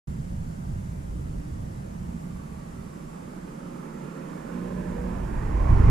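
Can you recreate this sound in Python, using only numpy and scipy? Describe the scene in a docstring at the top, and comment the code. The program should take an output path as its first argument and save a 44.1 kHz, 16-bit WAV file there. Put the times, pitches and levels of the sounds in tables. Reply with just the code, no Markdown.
"""A breeze rumbles on the microphone over the smeared boom of a far-off car on a quiet country road.
The car comes closer at a steady speed and the breeze dies away. The pulses of the exhaust become a
clear drone, then a deep throb, while the roar of tyres on asphalt swells on the right.
At the end the wind comes back, and its swirls build into heavy, low buffeting."""
import sys
import numpy as np
from scipy import signal
from scipy.fft import rfft, irfft, next_fast_len
from scipy.io import wavfile
from scipy.ndimage import uniform_filter1d, minimum_filter1d, map_coordinates

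SR = 44100
rng = np.random.default_rng(int(sys.argv[2]) if len(sys.argv) > 2 else 0)


def transcribe(signal):
    """Save signal, clipped to [-1, 1], as a 16-bit WAV file at the path in sys.argv[1]."""
    frames = np.atleast_2d(signal).T
    limited = np.clip(frames, -1, 1)
    pcm = np.round(limited * 32767).astype(np.int16)
    wavfile.write(sys.argv[1], SR, pcm)


N = 260190

# The colour of each noise, or how its low and high parts compare: pitch_hz, level_db
AIR_COLOUR = [(20, 7), (60, 1), (110, -17), (250, 4), (420, -0.5), (650, 2), (1000, -4.5), (2000, -14),
              (3000, -22), (4500, -31.5), (9000, -56)]
HISS_COLOUR = [(1000, -12), (3000, -3.5), (4100, -4.5), (4800, -1), (6300, 0), (7500, 2.5), (8200, -1),
               (10000, -1), (11300, -7), (12500, -6.5), (15000, -17)]
BREEZE_COLOUR = [(12, -5), (22, -2.5), (40, -4.5), (58, 0), (80, -0.5), (105, -5.5), (135, -1), (190, -13),
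                 (300, -48), (700, -81)]
GUST_COLOUR = [(120, -32), (220, -5), (290, 6.5), (370, -5), (480, -28), (1000, -50)]
BUFFET_COLOUR = [(12, 6), (26, 3), (44, 5.5), (62, 3.5), (90, -4.5), (125, -7.5), (165, -20), (220, -26.5),
                 (400, -33), (900, -84), (2000, -120)]
CHURN_COLOUR = [(60, -3), (118, 7), (160, 0), (230, -22), (330, -42), (430, -12), (800, -51), (2000, -120)]
TYRES_FAR = [(100, -44), (250, 13), (350, 8), (450, 5), (600, 1.5), (740, -2.5), (860, 5), (1020, -0.5),
             (1300, -2), (1600, -7.5), (2300, -13), (3300, -22.5), (6000, -32), (14000, -55)]
TYRES_MIDDLE = [(100, -6), (300, 7), (430, 4), (620, 1), (720, -2.5), (830, -0.5), (1060, -3), (1180, -7),
                (1400, -7), (1550, -9), (1850, -8.5), (2100, -18), (2330, -15), (3700, -29), (14000, -42)]
TYRES_CLOSE = [(100, -18), (250, 8), (400, 5), (540, 1), (680, 1), (760, 4), (860, 3.5), (1070, 1),
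               (1240, -4.5), (1750, -8), (2600, -17.5), (3700, -31), (6000, -30), (14000, -56)]
BOOM_COLOUR = [(90, -42), (118, -20.5), (142, -3.5), (177, 2), (205, -4), (235, -5.5), (265, -20.5),
               (295, -14), (325, -23.5), (360, -23), (410, -29), (700, -59)]
# How a sound reaches left and right: pitch_hz, left_minus_right_db, left_lead_rad, likeness (0 to 1)
FROM_ROAD = [(60, 2, 0.5, 1), (168, -4, 0, 0.99), (323, -6.5, -0.03, 0.86), (585, -7.5, 2, 1),
             (747, -8, 3.5, 0.89), (1120, -17.5, 1.15, 0.87), (1500, -12.5, -0.8, 0.73),
             (2020, -9, 1, 0.79), (2700, -13.5, 0, 0.99), (6000, 1, 1, 0.43)]
FROM_ALL_ROUND = [(60, -1.8, -0.37, 0.99), (177, -3, 0.35, 1), (303, -2, 1.07, 0.3), (538, -3.5, 3, 0.61),
                  (727, -1, 3, 0.91), (1390, 1, 3.5, 0.7), (2680, -0.5, 2.5, 0.16)]
HISS_SPREAD = [(2500, 5, 0, 0.1), (4130, 0.5, 0, 0.85), (5470, -0.5, 0, 0.07), (7850, -4.5, 0, 0.082),
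               (12000, -1, 0, 0.076)]
# Brief rises and dips in the breeze, the buffeting and the boom: centre_s, half_width_s, gain_db
BREEZE_SWELLS = [(0.55, 0.13, 0.5), (1.5, 0.15, 0), (1.82, 0.059, -2)]
BUFFET_SWELLS = [(5.04, 0.065, 3), (5.58, 0.043, 2), (5.72, 0.031, 8), (5.88, 0.05, 6)]
BOOM_SWELLS = [(.45, 0.72, 4), (2.17, 0.25, 6), (5.15, 0.32, 5.5)]
# Which colour is heard from how far away: distance_m, stage (0 far, 1 middle, 2 close)
TYRE_STAGES = [(55.1, 0.021), (39, 0.82), (22.4, 2)]
EXHAUST_STAGES = [(44.6, 0.038), (41.2, 1), (31.2, 1), (26.7, 2)]
# Moments when the tyres sing: centre_s, half_width_s, pitch_hz, glide_hz_per_s, level_db
TYRE_WHINES = [(2.5, 0.22, 1148, 2.5, -58.5), (3.05, 0.17, 1120, 3, -58), (4.049, 0.5, 1365, 220, -58.5),
               (4.75, 0.35, 1030, -190, -52), (4.85, 0.32, 1714, -21.5, -60),
               (5.33, 0.14, 890, -140, -50.5), (5.48, 0.11, 1840, -200, -57), (5.75, 0.17, 1060, 6, -43.5)]
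# How often the engine fires: time_s, rate_hz
FIRING_RATE = [(0, 59.5), (3.4, 60), (3.75, 59.9), (4.25, 59.5), (4.55, 60.05), (5, 60.6), (5.3, 61),
               (5.9, 60.9)]
# The mix of tones in the exhaust: multiple (of the firing rate), far_db, middle_db, close_db
EXHAUST_TONES = [(1, -17, -13, -18), (2, -31, -7.5, -4), (2.5, -12, -8.5, -20), (3, -10.5, 3.5, -30),
                 (3.5, -17, -11, -21), (4, -9.5, -2, -21), (4.5, -16, -18, -19), (5, -13, -22, -15.5),
                 (6, -11, -9.5, -21), (8, -17, -5.5, -39), (9, -10, -11, -35), (10, -21, -12, -21),
                 (11, -38, -33, -20)]

TIME_S = np.arange(N) / SR


def amp(db):
    """Turns decibels into a number to multiply by."""
    return 10 ** (np.asarray(db) / 20)


def unit(x):
    """Scales a sound to an average power of 1."""
    return x / np.sqrt(np.mean(x ** 2) + 1e-20)


def at_pitch(rows, hz):
    """Reads each column after the first at these pitches, sliding between rows."""
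    pitches, *columns = np.transpose(rows)
    return [np.interp(np.log(hz + 1), np.log(pitches + 1), column) for column in columns]


def ramp(start_s, length_s):
    """Rises evenly from 0 to 1."""
    return np.clip((TIME_S - start_s) / length_s, 0, 1)


def swells(rows):
    """Bell-shaped rises and dips of level, in dB."""
    return sum(db * np.exp(-((TIME_S - centre_s) / width_s) ** 2) for centre_s, width_s, db in rows)


def wobble(per_s):
    """A smooth curve through per_s random points a second."""
    points = rng.standard_normal(int(N * per_s / SR) + 4)
    return map_coordinates(points, [TIME_S * per_s])


def filtered(x, gain_at):
    """Multiplies each pitch in a sound by gain_at(hz)."""
    size = next_fast_len(N + SR // 2)
    hz = np.fft.rfftfreq(size, 1 / SR)
    return irfft(rfft(x, size) * gain_at(hz), size)[..., :N]


def stereo_gains(spread, hz):
    """How strongly and how early a pitch reaches left and right, as two complex numbers."""
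    balance_db, lead_rad, _ = at_pitch(spread, hz)
    left = amp(balance_db / 2) * np.exp(.5j * lead_rad)
    pair = np.array([left, 1 / left])
    return pair / np.sqrt(np.mean(abs(pair) ** 2, axis=0))


def rush(colour, spread, patchy_db):
    """Rushing stereo noise of power 1, with drifting louder and softer patches."""
    def shares(hz):
        likeness = np.clip(at_pitch(spread, hz)[2], 0, 1)
        angle = np.arccos(likeness) / 2
        return np.array([np.cos(angle), np.sin(angle)])

    spectrum = signal.stft(rng.standard_normal((2, N)), nperseg=1024)[2]
    patches = uniform_filter1d(rng.standard_normal(spectrum.shape[1:]), size=4, axis=0)  # across pitch
    patches = uniform_filter1d(patches, size=14, axis=1)  # across time
    noise = signal.istft(spectrum * amp(patchy_db * unit(patches)), nperseg=1024)[1][:, :N]
    shared, apart = filtered(noise, shares)
    pair = np.array([shared + apart, shared - apart])
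    return unit(filtered(pair, lambda hz: amp(at_pitch(colour, hz)[0]) * stereo_gains(spread, hz)))


def evened(x, span_s):
    """Steadies a noise by taking out swells slower than span_s."""
    power = uniform_filter1d(np.mean(x ** 2, axis=0), size=int(span_s * SR))
    return x / np.sqrt(abs(power) + 1e-9)


def background():
    """The soft rush of open country and the microphone's own hiss."""
    air = amp(-46.5) * rush(AIR_COLOUR, FROM_ALL_ROUND, patchy_db=1.5)
    hiss = amp(-60) * rush(HISS_COLOUR, HISS_SPREAD, patchy_db=1.0)
    return air + hiss


def breeze():
    """Air swirls round the camera: a light rumble with one brighter gust, slowing to a lull."""
    speed = 1 - ramp(start_s=1.41, length_s=3.06)
    pressure = speed ** 2.2
    rumble = evened(rush(BREEZE_COLOUR, FROM_ALL_ROUND, patchy_db=2.5), span_s=0.29)
    rumble_db = -33 + swells(BREEZE_SWELLS) + 0.83 * wobble(per_s=13.74)
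    gust_shape = ramp(start_s=1.07, length_s=0.11) - ramp(start_s=1.38, length_s=0.7)
    gust = amp(-47) * gust_shape * rush(GUST_COLOUR, FROM_ALL_ROUND, patchy_db=1.5)
    return amp(rumble_db) * pressure * rumble + gust


def buffeting():
    """The wind returns in deep, growing swirls; at its fastest, smaller swirls churn higher up."""
    start_s, growth_db_per_s = 4.09, 23
    rumble_db = -56 + growth_db_per_s * (TIME_S - start_s) + swells(BUFFET_SWELLS)
    rumble = evened(rush(BUFFET_COLOUR, FROM_ALL_ROUND, patchy_db=2.0), span_s=0.059)
    churn = evened(rush(CHURN_COLOUR, FROM_ALL_ROUND, patchy_db=5.5), span_s=0.026)
    return (ramp(start_s, length_s=0.61) * amp(rumble_db) * rumble
            + ramp(start_s=5.74, length_s=0.045) * amp(-24.5) * churn)


def approach():
    """How far away the car is, and how much its level changes on the way to the listener."""
    speed_m_per_s, side_m, alongside_s = 20.64, 1.7, 6.594  # the sound ends before the car is alongside
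    reference_m, ground_loss_db_per_m = 20, 0.0855
    distance_m = np.hypot(side_m, speed_m_per_s * (alongside_s - TIME_S))
    spreading_db = -20 * np.log10(distance_m / reference_m)
    ground_db = -ground_loss_db_per_m * (distance_m - reference_m)  # soaked up by road and verge
    dip_db = swells([(5.29, 0.58, -4)])  # the level dips briefly
    return distance_m, spreading_db + ground_db + dip_db


def stage_at(distance_m, stages):
    """Which colour is heard from this distance: 0 far, 1 middle, 2 close, or a blend."""
    metres, stage = np.transpose(stages)
    return np.interp(-distance_m, -metres, stage)


def tyre_whine():
    """Narrow bands of tread noise rise, glide as the echo off the road shifts, and sink back."""
    edge_hz, edge_db = 170, -31  # this far from its centre, a band is this much weaker
    out = np.zeros((2, N))
    for centre_s, width_s, hz, glide_hz_per_s, level_db in TYRE_WHINES:
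        band = [(hz / 2, -90), (hz - edge_hz, edge_db), (hz, 0), (hz + edge_hz, edge_db), (hz * 2, -90)]
        ring = filtered(rng.standard_normal(N), lambda f: amp(at_pitch(band, f)[0]))
        offset_s = TIME_S - centre_s
        glide = np.exp(1j * np.pi * glide_hz_per_s * offset_s ** 2)
        sliding = signal.hilbert(ring, next_fast_len(N))[:N] * glide
        pair = np.real(stereo_gains(FROM_ROAD, hz)[:, None] * sliding)
        fade = np.exp(-.5 * (offset_s / width_s) ** 2)
        out += amp(level_db) * fade * evened(pair, span_s=0.18)
    return out


def tyre_roar(distance_m, path_db):
    """Tread roars on coarse asphalt; its colour shifts with distance as the echo off the road changes."""
    nearness = stage_at(distance_m, TYRE_STAGES)
    colours = [(TYRES_FAR, 4.8), (TYRES_MIDDLE, 6), (TYRES_CLOSE, 5.6)]
    roar = np.zeros((2, N))
    for stage, (colour, gain_db) in enumerate(colours):
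        share = np.clip(1 - abs(nearness - stage), 0, 1)
        roar += np.sqrt(share) * amp(gain_db) * rush(colour, FROM_ROAD, patchy_db=1.5)
    return amp(-37 + path_db + 0.31 * wobble(per_s=15)) * roar


def exhaust_boom(firing_phase, path_db):
    """Gas rushes and rings in the silencer, puffing once a firing, smeared by the hedges."""
    gas = evened(rush(BOOM_COLOUR, FROM_ROAD, patchy_db=1.5), span_s=0.1)
    puffs = 1 + 0.1 * np.cos(firing_phase)
    carried = amp(-41.5 + swells(BOOM_SWELLS))  # travels along the hedges from any distance
    direct = amp(-37.5 + path_db)
    return np.hypot(carried, direct) * unit(gas * puffs)


def exhaust_drone(firing_phase, distance_m, path_db):
    """The tailpipe hums at multiples of the firing rate; unequal cylinders add tones halfway between."""
    hedge_db, clear_m, clearing_m = -11, 67, 11  # hedges block some of the drone until the car is nearer
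    hidden = np.clip((distance_m - clear_m) / clearing_m + .5, 0, 1)
    nearness = stage_at(distance_m, EXHAUST_STAGES)
    firing_hz = np.mean(FIRING_RATE, axis=0)[1]
    out = np.zeros((2, N))
    for multiple, *stages_db in EXHAUST_TONES:
        tone_db = np.interp(nearness, [0, 1, 2], stages_db)
        waver_db = 1.4 * wobble(per_s=5)  # moving air makes each tone waver
        # Echoes from road and hedge scramble the shape of the pulses.
        scatter_rad = 2 * np.pi * rng.random() + 0.29 * wobble(per_s=10)
        flutter = 1 + .15 * (wobble(per_s=45) + 1j * wobble(per_s=45))  # no two firings are alike
        tone = amp(tone_db + waver_db) * flutter * np.exp(1j * (multiple * firing_phase + scatter_rad))
        out += np.real(stereo_gains(FROM_ROAD, multiple * firing_hz)[:, None] * tone)
    return amp(-28.5 + path_db + hedge_db * hidden) * out


def scene():
    """The car, the wind and the quiet countryside together."""
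    firing_hz = np.interp(TIME_S, *np.transpose(FIRING_RATE))
    firing_phase = 2 * np.pi * np.cumsum(firing_hz) / SR  # one turn for each firing
    distance_m, path_db = approach()
    exhaust = exhaust_drone(firing_phase, distance_m, path_db) + exhaust_boom(firing_phase, path_db)
    tyres = tyre_roar(distance_m, path_db) + tyre_whine()
    return exhaust + tyres + breeze() + buffeting() + background()


def record(dry):
    """The camera switches on after a moment, trims the lowest and highest sounds and holds peaks down."""
    low_cut_hz, top_hz = 18, 15000
    ceiling, hold_samples = .65, int(.03 * SR)
    bass_cut = signal.butter(4, low_cut_hz, "highpass", fs=SR, output="sos")
    sound = signal.sosfilt(bass_cut, dry) * ramp(start_s=.072, length_s=.002)
    needed_gain = ceiling / np.maximum(abs(sound).max(axis=0), ceiling)
    smooth_gain = uniform_filter1d(minimum_filter1d(needed_gain, hold_samples), hold_samples)
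    return filtered(sound * smooth_gain, lambda hz: hz < top_hz)


dry = scene()
out = record(dry)
transcribe(out)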